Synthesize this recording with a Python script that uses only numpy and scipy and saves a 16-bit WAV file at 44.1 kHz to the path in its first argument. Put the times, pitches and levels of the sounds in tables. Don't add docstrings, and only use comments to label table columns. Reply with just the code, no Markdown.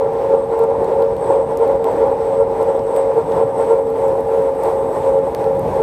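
import sys
import numpy as np
from scipy import signal
from scipy.io import wavfile
from scipy.ndimage import uniform_filter1d

SR = 44100
rng = np.random.default_rng(int(sys.argv[2]) if len(sys.argv) > 2 else 0)


def to_wav(s):
    ch = np.atleast_2d(s).T
    pcm = np.round(np.clip(ch, -1, 1) * 32767)
    wavfile.write(sys.argv[1], SR, pcm.astype(np.int16))


N = 256662


def from_db(db):
    return 10 ** (np.asarray(db) / 20)


def rms_one(x):
    return x / np.sqrt(np.mean(x ** 2) + 1e-20)


def in_time(rows):
    s, *columns = np.transpose(rows)
    return [np.interp(np.arange(N) / SR, s, c) for c in columns]


def drift(rate_hz):
    step = 40
    r = np.exp(-2 * np.pi * rate_hz * step / SR)
    white = rng.standard_normal(N // step + 2002)
    slow = signal.lfilter([1], [1, -2 * r, r * r], white)[2000:]
    return np.interp(np.arange(N) / step, np.arange(len(slow)), rms_one(slow))


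def band(x, low_hz, high_hz):
    return signal.sosfilt(signal.butter(2, [low_hz, high_hz], "band", fs=SR, output="sos"), x)


def banded_noise(spectrum, count, own_db, rate_hz):
    hz, level_db = np.transpose(spectrum)
    edges = np.geomspace(hz[0], hz[-1], count)
    white = rng.standard_normal((2, N))
    out = 0
    for k, (low, high) in enumerate(zip(edges, edges[1:])):
        centre_db = np.interp(np.log(low * high) / 2, np.log(hz), level_db)
        flicker_db = own_db * drift(rate_hz)
        out = out + from_db(centre_db + flicker_db) * band(white[k % 2], low, high)
    return rms_one(out)


def resonant_noise(peaks):
    out = 0
    for hz, width_hz, db in peaks:
        r = np.exp(-np.pi * width_hz / SR)
        poles = [1, -2 * r * np.cos(2 * np.pi * hz / SR), r * r]
        once = signal.lfilter([1, 0, -1], poles, rng.standard_normal(N))
        twice = signal.lfilter([1], poles, once)
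        out = out + from_db(db) * rms_one(twice)
    return rms_one(out)


def base_cycles():
    # [start_s, pitch_hz]
    speed = [(0, 91.0), (.6, 91.2), (2.3, 91.2), (2.8, 90.9), (4, 90.7), (5.82, 90.3)]
    return np.cumsum(in_time(speed)[0]) / SR


def swell(name):
    swings = {"fifth": (0.7, 0.89, 1.85, 0.41), "sixth": (3.7, 0.96, 0.67, 0.3),
              "frame": (1.04, 0.69, 0.58, 0.29), "hiss": (1.9, 0.68, 0.21, 0.14),
              "whine": (1.9, 0.65, 0.97, .32)}
    wheel_db, wheel_at, shaft_db, shaft_at = swings[name]
    wheel_turns = base_cycles() / 31.25
    shaft_turns = base_cycles() / 9
    wheel_swing = wheel_db * np.cos(2 * np.pi * (wheel_turns - wheel_at))
    shaft_swing = shaft_db * np.cos(2 * np.pi * (shaft_turns - shaft_at))
    return wheel_swing + shaft_swing


def wind():
    # [pitch_hz, level_db per Hz, relative]
    wind_spectrum = [(15, -33), (28, -24), (45, -1), (64, -1.5), (160, 1.5), (227, -3.5), (330, -11)]
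    # [start_s, level_db]
    gust = [(0, -0.5), (5.2, -1), (5.82, 5.5)]
    wind_db = -34.5 + in_time(gust)[0] + 2.1 * drift(7.7)
    return from_db(wind_db) * banded_noise(wind_spectrum, count=12, own_db=0.4, rate_hz=7.1)


def ticks():
    # [start_s, level_db before filtering, dull_db relative to the bright part]
    tick_rows = [(0.4718, -44, -7), (0.5914, -28, -12), (0.6379, -30, -13), (0.844, -34, -1),
                 (1.023, -29, -4), (1.1657, -34, -5), (1.3575, -42, 8), (1.5725, -22, -13),
                 (1.677, -31, -4), (1.7145, -40, -2), (1.7564, -37, -8), (1.8423, -23.5, -3),
                 (1.916, -35, -15), (2.6274, -30, -13), (2.7924, -45, 9), (2.9628, -23, -2),
                 (3.1916, -39, -17.5), (3.3194, -32, 2), (3.901, -30, -9), (4.0811, -30, -14),
                 (4.2063, -34, -8), (4.4209, -38, -5), (4.6349, -24, -12), (4.6543, -44, 4),
                 (5.188, -35, -3.5), (5.3475, -20, -2), (5.4415, -38, 5), (5.5936, -25, -7)]
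    bright, dull = np.zeros((2, N))
    for s, db, dull_db in tick_rows:
        at = round((s + .0012) * SR)
        bright[at], dull[at] = from_db(db), from_db(db + dull_db)
    small_db = -49.5 + 3.5 * np.minimum(rng.exponential(1, N), 3)
    small = (rng.random(N) < 45 / SR) * from_db(small_db)
    noise = rng.standard_normal((2, N))

    def burst(clicks, tail_noise, decay_s):
        envelope = signal.lfilter([1], [1, -np.exp(-1 / (decay_s * SR))], clicks + 1e-18)
        return clicks + 0.16 * tail_noise * envelope
    bright_burst = burst(bright + small, noise[0], decay_s=0.00044)
    dull_burst = burst(dull + from_db(-7.5) * small, noise[1], decay_s=0.0008)
    return from_db(9.0) * band(bright_burst, 6000, 16500) + from_db(16.5) * band(dull_burst, 1200, 5000)


def load():
    # [start_s, level_db]
    even_load = [(0, -59), (1.0, -59.5), (3.3, -55.5), (5.82, -59)]
    # [centre_s, rise_db, spread_s (standard deviation)]
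    pushes = [(1.28, 6.5, 0.099), (2.3, 4.5, 0.067), (2.62, 0.5, .05), (2.95, 8, 0.081), (3.65, 4, 0.073),
              (4.03, 3, 0.025), (4.63, 5, 0.058), (4.94, 6.5, 0.085)]
    t = np.arange(N) / SR
    return in_time(even_load)[0] + sum(db * np.exp(-.5 * ((t - s) / spread_s) ** 2) for s, db, spread_s in pushes)


def controller(whine_db):
    # [pitch_hz, width_hz, level_db relative]
    whine_peaks = [(7787, 22, -8), (7855, 20, -8), (8150, 6, -2), (8210, 14, -3), (8456, 14, -15),
                   (8696, 10, -8), (8820, 14, -16), (9061, 14, -18), (9674, 25, -19)]
    # [pitch_hz, width_hz, level_db relative]
    flare_peaks = [(7770, 420, -4), (8260, 550, 0)]
    # [start_s, pitch_hz, level_db]
    whistle_rows = [(3.2, 10160, -85), (3.4, 10152, -69), (4.0, 10125, -68), (4.4, 10065, -63),
                    (4.9, 9960, -76)]
    mean_db = whine_db.mean()
    load_db = whine_db - mean_db
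    tones = from_db(mean_db - 1.4 + 1.06 * load_db) * resonant_noise(whine_peaks)
    flare = from_db(mean_db - 5.5 + 0.9 * load_db) * resonant_noise(flare_peaks)
    hz, db = in_time(whistle_rows)
    db = np.where(np.arange(N) < whistle_rows[-1][0] * SR, db, -np.inf)
    whistle = from_db(db + 2.5 * drift(8.0)) * np.sin(2 * np.pi * np.cumsum(hz) / SR)
    return tones + flare + whistle


def tyre_hiss(hiss_db, jolts):
    # [pitch_hz, level_db per Hz, relative]
    hiss_spectrum = [(1100, -8), (1600, -3.5), (2100, -7), (3000, -17), (3600, -15.5), (4400, -21),
                     (5200, -21), (7000, -26.5), (9500, -27), (13500, -29.5), (15200, -28.5)]
    # [start_s, added_share of treble]
    spray = [(0, -.1), (3.5, 0.042), (4.8, 0.55), (5.82, 0.37)]
    level = from_db(hiss_db + swell("hiss") + 1.0 * jolts)
    hiss = level * banded_noise(hiss_spectrum, count=20, own_db=1.07, rate_hz=19.0)
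    return hiss + in_time(spray)[0] * band(hiss, 6000, 15000)


def frame_rumble(hiss_db, jolts):
    # [pitch_hz, level_db per Hz, relative]
    frame_response = [(200, -29.5), (330, -6.5), (400, -0.5), (500, 4.5), (600, -0.5), (690, -8), (780, -1),
                      (880, 0.5), (1000, -6.5), (1080, -13), (1260, -30), (1370, -27.5), (1500, -30),
                      (2000, -42.5)]
    sinking_db = 0.31 * np.arange(N) / SR
    rumble_db = -20.5 + 0.94 * (hiss_db - hiss_db.mean()) - sinking_db
    level = from_db(rumble_db + swell("frame") + 1.74 * jolts)
    return level * banded_noise(frame_response, count=30, own_db=1.15, rate_hz=15.0)


def surges():
    # [centre_s, fifth_db, sixth_db]
    surge_rows = [(0.351, 3.5, 3.5), (0.459, -3.5, -2), (.531, 4.5, -7), (.621, 5.5, -7.5), (1.03, 2, 1.5),
                  (1.181, -11, -0.5), (1.333, 2.5, 7.5), (1.642, 4, 1.5), (1.855, 2.5, -9), (2.037, 8.5, 5),
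                  (2.33, -6, 5.5), (2.395, 6, 2.5), (2.678, 6.5, 3), (2.98, 0.5, 9), (3.179, 6.5, -1.5),
                  (3.243, -13.5, -8), (3.433, 3.5, 3), (3.533, -11.5, 0.5), (3.619, 6.5, 7),
                  (3.729, 10.5, 6), (4.062, 4.5, 3.5), (4.335, 9, 2.5), (4.679, 7, 3.5), (5.088, 3.5, 5.5),
                  (5.174, 3.5, 3), (5.243, -5.5, 0.5), (5.421, -6.5, 0.5), (5.465, 8, 1.3),
                  (5.627, -6, 1.5), (5.719, -5.5, -11), (5.814, 12, 3)]
    spread_s = 0.021
    t = np.arange(0, N, 40) / SR
    s, *db = np.transpose(surge_rows)
    bells = np.array(db) @ np.exp(-.5 * ((t - s[:, None]) / spread_s) ** 2)
    return [np.interp(np.arange(N) / SR, t, row) for row in bells]


def motor():
    # [start_s, level_db]
    fifth_level = [(0, -20.5), (4.3, -22), (5.82, -25)]
    # [multiple, level_db]
    overtone_rows = [(3, -40.5), (9, -41.5), (13, -51)]
    fifth_surge_db, sixth_surge_db = surges()
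    fifth_db = in_time(fifth_level)[0] + fifth_surge_db + swell("fifth")
    sixth_db = -22 + sixth_surge_db + swell("sixth")

    def tone(multiple, db, shake_db, jitter_rad):
        phase = 2 * np.pi * multiple * base_cycles() + jitter_rad * drift(18.0)
        shaken_db = db + shake_db * np.clip(drift(23.0), -3, 1.6)
        return np.sqrt(2) * from_db(shaken_db) * np.sin(phase)
    fifth = tone(5, fifth_db, shake_db=2.5, jitter_rad=0.36)
    sixth = tone(6, sixth_db, shake_db=2.5, jitter_rad=0.32)
    second = 0.68 * band(fifth ** 2, 800, 1000)
    third = 0.047 * band(np.tanh(8.8 * fifth), 1280, 1460)
    weaker = sum(tone(round(k), db, shake_db=4.5, jitter_rad=0.77) for k, db in overtone_rows)
    return fifth + sixth, second + third + weaker


def scene():
    # [start_s, level_db]
    roll = [(0, -47), (.3, -44), (.43, -49), (.65, -46.5), (1.3, -46.5), (2.3, -45.5), (2.75, -46.5),
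            (2.95, -45), (3.7, -46), (3.85, -47.5), (4.1, -45.5), (4.5, -45), (4.65, -42.5), (4.8, -47.5),
            (4.97, -42), (5.15, -47.5), (5.45, -44), (5.82, -43.5)]
    hiss_db, = in_time(roll)
    hum, overtones = motor()
    hum_db = 10 * np.log10(uniform_filter1d(hum ** 2, size=600) + 1e-4)
    jolts = drift(6.1) + 0.15 * (hum_db - hum_db.mean())
    whine = controller(load() + swell("whine") + 1.3 * jolts)
    hiss = tyre_hiss(hiss_db, jolts)
    frame = frame_rumble(hiss_db, jolts)
    return (wind() + ticks() + whine + hiss + frame + hum + overtones)[None]


def record(dry):
    low = signal.sosfilt(signal.butter(2, 1200, fs=SR, output="sos"), dry)
    bent = dry + 0.068 * band(low ** 2, 990, 2700)
    return signal.sosfilt(signal.cheby2(16, 70, 15820, fs=SR, output="sos"), bent)


dry = scene()
out = record(dry)
to_wav(out)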